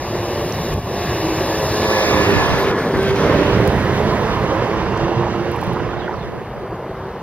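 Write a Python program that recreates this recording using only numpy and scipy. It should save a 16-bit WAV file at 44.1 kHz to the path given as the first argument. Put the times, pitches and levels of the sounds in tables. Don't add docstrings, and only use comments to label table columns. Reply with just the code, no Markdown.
import sys
import numpy as np
from scipy import signal
from scipy.fft import rfft, irfft, next_fast_len
from scipy.io import wavfile
from scipy.ndimage import uniform_filter1d, map_coordinates

SR = 44100
rng = np.random.default_rng(int(sys.argv[2]) if len(sys.argv) > 2 else 0)


def transcribe(signal):
    frames = np.atleast_2d(signal).T
    limited = np.clip(frames, -1, 1)
    pcm = np.round(limited * 32767).astype(np.int16)
    wavfile.write(sys.argv[1], SR, pcm)


N = 318402

# t/s, mean firing rate f/Hz, rumble level/dB, roar level/dB
ENGINE = [(0, 117.5, -27.5, -27.5), (.3, 116.4, -28, -24), (.7, 113.4, -26.5, -23.5),
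          (1.1, 109.2, -25.5, -21), (1.45, 108.4, -28, -22.5), (1.75, 105.9, -24.5, -25),
          (2.05, 103.9, -30, -20), (2.2, 101.7, -20.5, -20), (2.55, 98.5, -27.5, -19.5),
          (2.85, 98.2, -34.5, -18.5), (3.1, 98.3, -24.5, -18), (3.3, 98.7, -20, -15),
          (3.55, 100.1, -19.5, -16.5), (3.85, 102.3, -19.5, -18), (4.2, 106.4, -22, -19),
          (4.55, 107.2, -26, -21.5), (5.25, 115.6, -27, -23), (5.8, 117.4, -27.5, -23),
          (6.2, 120.2, -34, -27), (6.6, 125.5, -34, -28), (7.22, 128.7, -34.5, -30.5)]
# t/s, share of the later spectrum
TURN = [(0, 0.069), (1.8, 0.064), (2.1, 0.39), (2.6, 1), (7.22, 1)]

# one, or an earlier and a later one; each f/Hz, relative level/dB
RUMBLE_SPECTRA = [
    [(13, -34), (22, -20), (54, -6.5), (108, -0.5), (203, -7), (260, -8.5), (340, -46), (570, -120)],
    [(13, -46), (22, -29), (48, -3.5), (124, 3), (162, -2.5), (199, -2.5), (260, -20), (340, -34),
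     (570, -120)],
]
ROAR_SPECTRA = [
    [(140, -17), (230, -19), (285, -7), (353, 5), (461, -0.5), (580, -1), (639, -3.5), (1150, -7.5),
     (1350, -35), (1760, -60), (2970, -120)],
    [(140, -9.5), (230, -3), (285, -3), (343, 2), (410, 3), (461, 3), (516, 0.5), (714, -3.5), (1030, -2),
     (1350, -14), (1760, -24.5), (2970, -120)],
]
CLATTER_SPECTRA = [
    [(760, -30), (1300, 1), (1430, 0), (1730, 8), (2080, 2.5), (2650, 2), (2970, 1), (3100, -46),
     (4030, -37), (6820, -120)],
    [(760, -26), (1300, -1), (1770, 2.5), (2150, -2), (2400, -8), (2800, -13), (3100, -13.5), (4030, -45),
     (6820, -120)],
]
FAN_SPECTRA = [
    [(1850, -44), (3150, 0.5), (3750, 9), (4460, 1.5), (5160, 2), (6300, -14), (7000, -7), (7500, -20),
     (9750, -72), (16500, -120)],
    [(1820, 0), (3100, 3), (3700, 4), (4020, 1.5), (4690, 1), (5920, -5), (7500, -18), (9750, -85),
     (16500, -120)],
]
AIR_LOW_SPECTRA = [
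    [(1850, -54), (3150, -5), (3930, -3), (5260, 3), (6490, -1), (7600, -19), (9880, -49), (16700, -120)],
    [(1820, -13), (3100, -3.5), (3800, -5.5), (4840, -9.5), (6110, -11), (6950, -21), (7600, -20),
     (9880, -50), (16700, -120)],
]
AIR_HIGH_SPECTRA = [
    [(4760, -34), (8100, -10), (8420, 1), (8930, 3), (10400, -8), (11300, 3), (11800, -1), (15100, -11),
     (15800, -8.5)],
    [(4760, -35), (8100, -7), (8520, -4), (9030, -3), (13400, -7), (15100, -13), (15800, -14)],
]
AIR_CENTRE_SPECTRA = [
    [(4880, -46), (8300, -10), (10700, -1), (12500, 1), (13900, 4), (15000, 6.5), (15800, -11)],
    [(4880, -44), (8300, -3.5), (10000, -0.5), (14900, -1), (15800, -4)],
]
BASS_APART_SPECTRA = [
    [(15, -48), (25, -11), (118, -1), (261, -12), (331, -13), (500, -13), (650, -33), (1100, -120)],
]
MID_APART_SPECTRA = [
    [(300, -30), (700, -10), (1500, -7), (2500, 5), (3100, -10), (3600, -44)],
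    [(300, -30), (600, 1), (1200, 6), (2000, 3), (3100, -10), (3600, -20)],
]
# f/Hz, relative level/dB
HEAVE_SPECTRUM = [(13, -24), (30, -10), (48, -5), (80, -6), (150, -5), (260, -33), (570, -120)]
# t/s, relative level/dB, half width/s
HEAVES = [(.74, -27.5, 0.045), (.785, -28, 0.013), (2.17, -33, .06), (2.37, -33, 0.027), (2.53, -30, 0.035),
          (2.81, -31, .02), (3.3, -39, 0.076), (3.52, -33, 0.029), (5.03, -31, 0.039), (5.2, -37, .04),
          (5.71, -40, 0.031), (6.501, -40, 0.036), (6.95, -40, 0.098)]

# from t/s, to t/s, order (multiple of firing rate), level/dB
SWELLS = [(1.75, 2.354, 2, -33), (3.302, 4.293, 2, -35), (0.06, 0.49, 3, -32), (1.185, 1.55, 3, -25.5),
          (1.718, 1.886, 3, -28), (4.25, 4.45, 4, -29.5), (5.4, 5.597, 4, -38), (2.102, 2.395, 3, -28),
          (3.245, 3.686, 3, -29), (4.49, 4.655, 3, -28), (4.715, 4.86, 3, -30.5), (4.949, 5.257, 3, -27.5),
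          (5.315, 5.555, 3, -29), (5.699, 6.104, 3, -35.5), (6.852, 7.147, 3, -39), (1.542, 2.01, 4, -29.5),
          (2.05, 2.39, 4, -24.5), (2.55, 2.78, 4, -26), (2.91, 3.206, 4, -22), (3.36, 3.54, 4, -23.5),
          (3.6, 3.7, 4, -28), (3.78, 4.05, 4, -33), (4.65, 5.352, 4, -35), (.05, 0.465, 5, -39),
          (1.453, 2.054, 5, -32), (1.9, 2.38, 5.1, -28), (1.7, 2, 3.3, -31), (4.47, 4.6, 4.9, -30),
          (3.1, 3.25, 5, -30), (3.25, 3.5, 5.1, -28), (4.399, 4.7, 5, -40), (1.6, 2.1, 6, -32.5),
          (3.237, 3.596, 6, -33.5)]
# t/s, centre f/Hz, half width f/Hz, gain level/dB
HOLLOW = [(1.5, 3210, 200, 3), (1.62, 3200, 200, -1), (1.84, 3250, 250, 1), (1.87, 2730, 500, -12),
          (1.93, 2770, 400, -6), (2, 2780, 300, -9), (2.08, 2990, 248.4, -8), (2.2, 3070, 250, -5),
          (2.45, 2960, 200, -1), (2.55, 2967, 197.8, -9), (2.65, 3000, 200, -1), (3.1, 2970, 200, -2.5),
          (4.3, 2800, 150, 1.5), (4.7, 2760, 130, 3), (5, 2780, 130.3, 8), (5.4, 2780, 130, 6),
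          (5.9, 2800, 150, 2.5), (7.22, 2802, 150, 3)]
# t/s, upper band level/dB, lower band level/dB
THROAT = [(0, 4.5, -4.5), (.6, 1, 1.5), (1.1, -1.5, 1.5), (1.7, 7.5, -3), (2.05, 6, -1), (2.5, 4.5, 1),
          (2.9, -1, 8), (3.3, -2, -0.5), (3.9, -1, 1), (4.4, 3, 0.5), (5, 3.5, 1), (5.5, -1.5, 1.5),
          (6.2, -1, -2), (7.22, 2, -1.5)]
# t/s, f/Hz, level/dB
WHINE = [
    [(1.49, 1716, -42), (1.525, 1716, -32), (1.57, 1715, -42), (1.61, 1716, -34), (1.66, 1715, -46),
     (1.76, 1715, -36), (1.86, 1714, -32), (1.9, 1714, -37), (1.955, 1715, -26), (2.01, 1714, -31),
     (2.08, 1713, -33), (2.15, 1714, -30), (2.21, 1715, -26), (2.25, 1714, -32), (2.29, 1713, -38),
     (2.34, 1714, -29), (2.42, 1714, -27), (2.5, 1713, -31), (2.6, 1712, -33), (2.65, 1712, -40),
     (2.7, 1712, -33), (2.78, 1710, -33), (2.87, 1706, -39), (2.93, 1700, -46)],
    [(2.96, 1556, -38), (3, 1552, -30), (3.04, 1552, -36), (3.09, 1553, -32), (3.13, 1555, -38)],
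    [(3.75, 1712, -44), (4, 1712, -42), (4.62, 1716, -43)],
]
# t/s, f/Hz, level/dB
FAINT = [(6.28, 4620, -68), (6.74, 4590, -70), (6.95, 4560, -73)]
# t/s, peak level/dB, centre f/Hz
KNOCKS = [(5.083, -13, 850), (5.211, -13, 950), (5.225, -16, 850), (5.236, -13, 950), (5.269, -14, 950),
          (5.546, -16, 1000), (5.56, -28, 2400), (5.575, -18, 950), (5.629, -14, 900), (5.715, -17, 950),
          (5.91, -30, 2300), (6.02, -24, 1400), (6.08, -18, 1400), (6.865, -20, 350)]

# t/s, upper-mid level/dB, top level/dB
TREBLE = [(0, -43, -46.5), (.35, -41, -41.5), (.7, -41, -41), (1.1, -38.5, -40.5), (1.6, -36, -37.5),
          (2, -31, -36.5), (2.25, -32.5, -39), (2.6, -34, -43), (2.9, -43, -47), (3.1, -36, -44.5),
          (3.3, -36.5, -46.5), (3.7, -40.5, -47), (4.2, -41.5, -48.5), (4.7, -43, -54), (5.3, -45, -57.5),
          (5.65, -47, -54), (5.9, -48.5, -63), (6.5, -57, -61.5), (7.22, -56, -64)]
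# t/s, length/s, treble level/dB, middle level/dB, bass level/dB
DIPS = [(0.741, 0.26, -5.5, -6, -1), (0.797, 0.067, -1.5, -0.5, -5), (1.862, 0.06, -0.5, -2.5, -1),
        (2.715, 0.073, -5.5, -3.5, -1), (3.113, 0.05, -3.5, -6, -2.5)]
# t/s, bass level/dB, upper-mid level/dB
SPREAD = [(1.85, -38, -28.5), (2.2, -37, -25.5), (2.4, -24, -27.5), (2.55, -26, -31), (2.74, -32, -42),
          (2.95, -31, -43), (3.1, -35, -42), (3.3, -37, -32), (3.6, -48, -36.5), (4.4, -42, -36.5),
          (5.2, -37, -41), (5.6, -38, -47), (6, -31, -46), (6.2, -35, -54), (6.6, -37, -58)]
# from t/s, to t/s
WIDE = [(1.84, 2.75), (2.95, 6.45), (6.55, 6.65)]
# t/s, left minus right level/dB
LEAN = [(1.52, 2), (2.21, -4), (2.89, 0), (3.41, -4), (5.94, -4.5), (6.7, -.5)]

# t/s, relative peak level/dB, centre f/Hz, relative width, spread/ms
TICKS = [(.523, -27.5, 5350, 0.51, 1.2), (.546, -37, 5100, 0.26, 2), (.739, -30, 9900, 2, 0.95),
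         (2.974, -38, 9000, 2, 0.82), (3.03, -35, 9500, 1.19, 1.35), (3.159, -33, 5500, 0.73, 1.2),
         (3.676, -23, 9496, 3.6, 0.74), (4.975, -36, 5937, 1.04, 1.54), (5.516, -39, 12120, 1.11, 1.17),
         (5.563, -45, 10490, .8, 3.98), (5.614, -38, 12020, 1.9, 2.5), (5.64, -42, 11500, 1.27, 4.5),
         (5.667, -41, 11500, 1.22, 1), (5.733, -40, 10500, 0.98, 0.97)]
# t/s, f/Hz, length/s, relative level/dB
SQUEAK = [(2.585, 11600, 0.023, -37), (2.587, 12550, .055, -37)]
# t/s, f/Hz, relative level/dB
BIRD = [
    [(4.285, 3600, -51), (4.31, 3800, -48), (4.335, 3780, -50)],
    [(5.893, 3650, -55), (5.908, 3250, -49), (5.92, 3400, -48), (5.932, 3650, -53)],
    [(5.965, 3500, -56), (5.98, 3800, -52), (6.003, 3850, -49), (6.018, 3450, -50), (6.03, 3250, -48),
     (6.045, 3300, -47), (6.052, 3400, -56), (6.064, 3400, -50), (6.07, 3350, -56)],
    [(6.118, 3400, -56), (6.132, 4700, -56), (6.138, 5700, -54), (6.143, 5300, -55), (6.148, 4400, -55),
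     (6.165, 4600, -57), (6.176, 4300, -58), (6.184, 3500, -51), (6.192, 3450, -55)],
    [(6.15, 3700, -58), (6.165, 4050, -57), (6.175, 4150, -58)],
    [(6.186, 4050, -53), (6.198, 4150, -50), (6.208, 3650, -51), (6.226, 3600, -49), (6.242, 3150, -54)],
    [(6.945, 5200, -68), (6.96, 5200, -63), (6.975, 5250, -68)],
    [(6.96, 3750, -63), (6.985, 3750, -62)],
    [(7.035, 4550, -66), (7.05, 4540, -62), (7.065, 4520, -67)],
]
# delay t/s, level/dB
BIRD_ECHOES = [(.007, -7), (.019, -10)]


def engine(noise):
    firing_hz, rumble_db, roar_db = curves(ENGINE)
    _, middle_dip_db, bass_dip_db = dips()
    firings = np.cumsum(firing_hz + .7 * wobble(8)) / SR
    puffed = noise * (1 + .12 * np.cos(2 * np.pi * firings))
    body = rumble(noise, rumble_db + bass_dip_db)
    body += roar(puffed, roar_db + bass_dip_db)
    body += clatter_and_fan(puffed, noise, roar_db, middle_dip_db)
    return hollowed(body) + firing_tones(firings, roar_db + bass_dip_db) + whine()


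def rumble(noise, level_db):
    steady = amp(level_db + .6 * wobble(20)) * rush(RUMBLE_SPECTRA, noise)
    heave_gain = sum(amp(db) * bump(s, half_s) for s, db, half_s in HEAVES)
    return steady + heave_gain * rush([HEAVE_SPECTRUM], noise)


def roar(puffed, level_db):
    return amp(level_db - 2 + 0.66 * wobble(30)) * rush(ROAR_SPECTRA, puffed)


def clatter_and_fan(puffed, noise, roar_db, middle_dip_db):
    fan_db, flicker_db = curves(TREBLE)[0], 0.3 * wobble(9)
    blend_db = roar_db + 0.48 * (fan_db - roar_db)
    clatter_db = blend_db - 2.5 + middle_dip_db + flicker_db
    clatter = amp(clatter_db) * rush(CLATTER_SPECTRA, puffed)
    return clatter + amp(fan_db + dips()[0] + flicker_db) * rush(FAN_SPECTRA, noise)


def firing_tones(firings, roar_db):
    base_db, fade_s = -27.5, .12
    flutter_db, drift_rad = 3, .13
    tones = 0
    for order in sorted({*range(2, 7), *(round(k, 1) for a, b, k, db in SWELLS)}):
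        swells = [(a, b, db) for a, b, k, db in SWELLS if round(k, 1) == order]
        level = amp(roar_db + base_db) + sum(amp(db) * span(a, b, fade_s) for a, b, db in swells)
        phase = 2 * np.pi * order * firings + order * drift_rad * wobble(32)
        tones = tones + level * amp(flutter_db * wobble(36)) * np.sin(phase)
    for third in range(8, 21):
        level = amp(roar_db - 22 + 3.5 * wobble(6))
        tones = tones + level * np.sin(2 * np.pi * third / 3 * firings + wobble(15))
    return np.sqrt(2) * tones


def whine():
    gears = sum(glide(part, waver_hz=3, flutter_db=1, rate=35) for part in WHINE)
    return gears + glide(FAINT, waver_hz=18, flutter_db=1.5, rate=40)


def hollowed(x):
    hz, t, z = signal.stft(x, SR, nperseg=512)

    def read(rows):
        s, *cols = np.transpose(rows)
        return [np.interp(t, s, c) for c in cols]

    def band(centre_hz, half_width_hz, db):
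        return db * np.exp(-((hz[:, None] - centre_hz) / half_width_hz) ** 2)

    upper_db, lower_db = read(THROAT)
    gain_db = band(*read(HOLLOW)) + band(1020, 495, upper_db) + band(200, 70, lower_db)
    return signal.istft(z * amp(gain_db), nperseg=512)[1][:N]


def knocks():
    when, size, pitch = rng.random((48, 3)).T
    jolt_s = np.interp(when, [0, 1], (4.9, 6.15))
    jolts = zip(jolt_s, -20 - 6 * size, 950 * (.8 + .7 * pitch ** 2))
    return clicks([(s, db, hz, .55, 1.7) for s, db, hz in [*KNOCKS, *jolts]])


def spread(centre, noise):
    half_db = curves(LEAN)[0] / 2
    left, right = amp(half_db), amp(-half_db)
    lean = (left - right) / (left + right)
    bass_db, upper_db = curves(SPREAD)
    bass = amp(bass_db + 1.87 * wobble(14)) * rush(BASS_APART_SPECTRA, patchy(patchy_db=4))
    upper = amp(upper_db) * rush(MID_APART_SPECTRA, noise, shift=np.pi / 2)
    return lean * centre + bass + upper


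def squeak():
    t, out = np.arange(N) / SR, 0
    for s, hz, length, db in SQUEAK:
        u = np.clip((t - s) / length, 0, 1)
        rub = np.sin(2 * np.pi * hz * t + 1.8 * wobble(500))
        out = out + amp(db + 5.5 * wobble(300)) * np.sqrt(u) * (1 - u) * rub
    return out


def bird():
    song = amp(-1.5) * sum(glide(chirp, waver_hz=85, flutter_db=3.5, rate=250) for chirp in BIRD)
    return song + sum(amp(db) * np.roll(song, round(s * SR)) for s, db in BIRD_ECHOES)


def air_apart(oblique, mids_db, high_db):
    rattle_db = 1.4 * wobble(28) * curves(TURN)[0]
    low = amp(mids_db + 3 + rattle_db) * rush(AIR_LOW_SPECTRA, oblique, shift=np.pi / 2)
    return low + amp(high_db) * rush(AIR_HIGH_SPECTRA, oblique, shift=np.pi / 2)


def air_centre(noise, high_db):
    return np.hypot(amp(high_db - 6.5), amp(-67.5)) * rush(AIR_CENTRE_SPECTRA, noise)


def amp(db):
    return np.exp(np.asarray(db) * np.log(10) / 20)


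def unit(x):
    return x / np.sqrt(np.mean(x ** 2) + 1e-20)


def curves(rows):
    s, *cols = np.transpose(rows)
    return [np.interp(np.arange(N) / SR, s, c) for c in cols]


def wobble(rate):
    coarse = np.arange(0, N + 16, 16)
    knots = rng.standard_normal(int(N * rate / SR) + 4)
    return np.interp(np.arange(N), coarse, map_coordinates(knots, [coarse * rate / SR]))


def filtered(x, response):
    m = next_fast_len(N + 8192)
    return irfft(rfft(x, m) * response(np.fft.rfftfreq(m, 1 / SR)), m)[..., :N]


def rush(spectra, noise, shift=0):
    def colour(hz):
        gains = []
        for f, db in map(np.transpose, spectra):
            gain_db = np.interp(np.log(hz + 1), np.log(f), db, -120, -120)
            gains.append(np.exp(1j * shift) * amp(gain_db))
        return gains

    shades = filtered(noise, colour)
    later = np.clip(curves(TURN)[0], 0, 1)
    return (1 - later) * unit(shades[0]) + later * unit(shades[-1])


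def glide(rows, waver_hz, flutter_db, rate):
    hz, db = curves(rows)
    t = np.arange(N) / SR
    fade = np.clip(np.minimum(t - rows[0][0], rows[-1][0] - t) / 0.0027, 0, 1)
    unsteady = wobble(rate)
    phase = 2 * np.pi * np.cumsum(hz + waver_hz * unsteady[::-1]) / SR
    return np.sqrt(2) * fade * amp(db + flutter_db * unsteady) * np.sin(phase)


def patchy(patchy_db):
    z = signal.stft(rng.standard_normal(N), nperseg=512)[2]
    field = uniform_filter1d(uniform_filter1d(rng.standard_normal(z.shape), 6, 0), 10, 1)
    return signal.istft(z * amp(patchy_db * unit(field)), nperseg=512)[1][:N]


def clicks(rows):
    out, ms = np.zeros(N + SR), np.arange(1024) / SR * 1000
    hz = np.fft.rfftfreq(len(ms), 1 / SR) + 1
    grits = rng.standard_normal((len(rows), len(ms)))
    for (s, db, centre_hz, width, spread_ms), grit in zip(rows, grits):
        burst = grit * np.exp(-.5 * ((ms - 11) / spread_ms) ** 2)
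        octaves_off = np.log2(hz / centre_hz)
        click = irfft(rfft(burst) * np.exp(-2 * (octaves_off / (0.79 * width)) ** 2))
        start = round((s - .01) * SR)
        out[start:][:len(ms)] += amp(db) * click / np.abs(click).max()
    return out[:N]


def bump(s, half_s):
    return np.exp(-((np.arange(N) / SR - s) / half_s) ** 2)


def dips():
    fall_s, out = 0.0051, 0
    for s, length, *depth_db in DIPS:
        t = np.arange(N) / SR - s
        shape = np.clip(np.minimum(t / fall_s, 2 - 2 * t / length), 0, 1)
        out = out + np.outer(depth_db, shape)
    return out


def span(a, b, fade_s):
    t = np.arange(N) / SR
    return np.clip(np.minimum(t - a, b - t) / fade_s + .5, 0, 1)


def scene():
    t = np.arange(N) / SR
    mids_db, high_db = curves(TREBLE) + dips()[0]
    direct, scattered = patchy(patchy_db=1.14), patchy(patchy_db=-2.0)
    bearing = np.interp(t, [3.1, 3.8], [.66, -.66])
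    oblique = bearing * direct + np.sqrt(1 - bearing ** 2) * scattered
    motor = engine(direct) + knocks()
    near, singer = clicks(TICKS) + squeak(), bird()
    centre = motor + air_centre(direct, high_db) + amp(3.5) * near + singer
    side = air_apart(oblique, mids_db, high_db) + spread(motor, oblique)
    side += amp(1.5) * np.roll(near, 3) - np.roll(singer, 1)
    split_hz = 3120
    wide = sum(span(a, b, fade_s=0.031) for a, b in WIDE)
    side -= (1 - wide) * filtered(side, lambda hz: hz < split_hz)
    return np.array([centre + side, centre - side])


def record(dry):
    top_hz = 15780
    rounded = dry / (1 + np.abs(dry / .95) ** 5) ** (1 / 5)

    def response(hz):
        notch = 1 - .85 / (1 + ((hz - 7850) / 130) ** 2)
        return notch * (hz < top_hz)

    return filtered(rounded, response)


dry = scene()
out = record(dry)
transcribe(out)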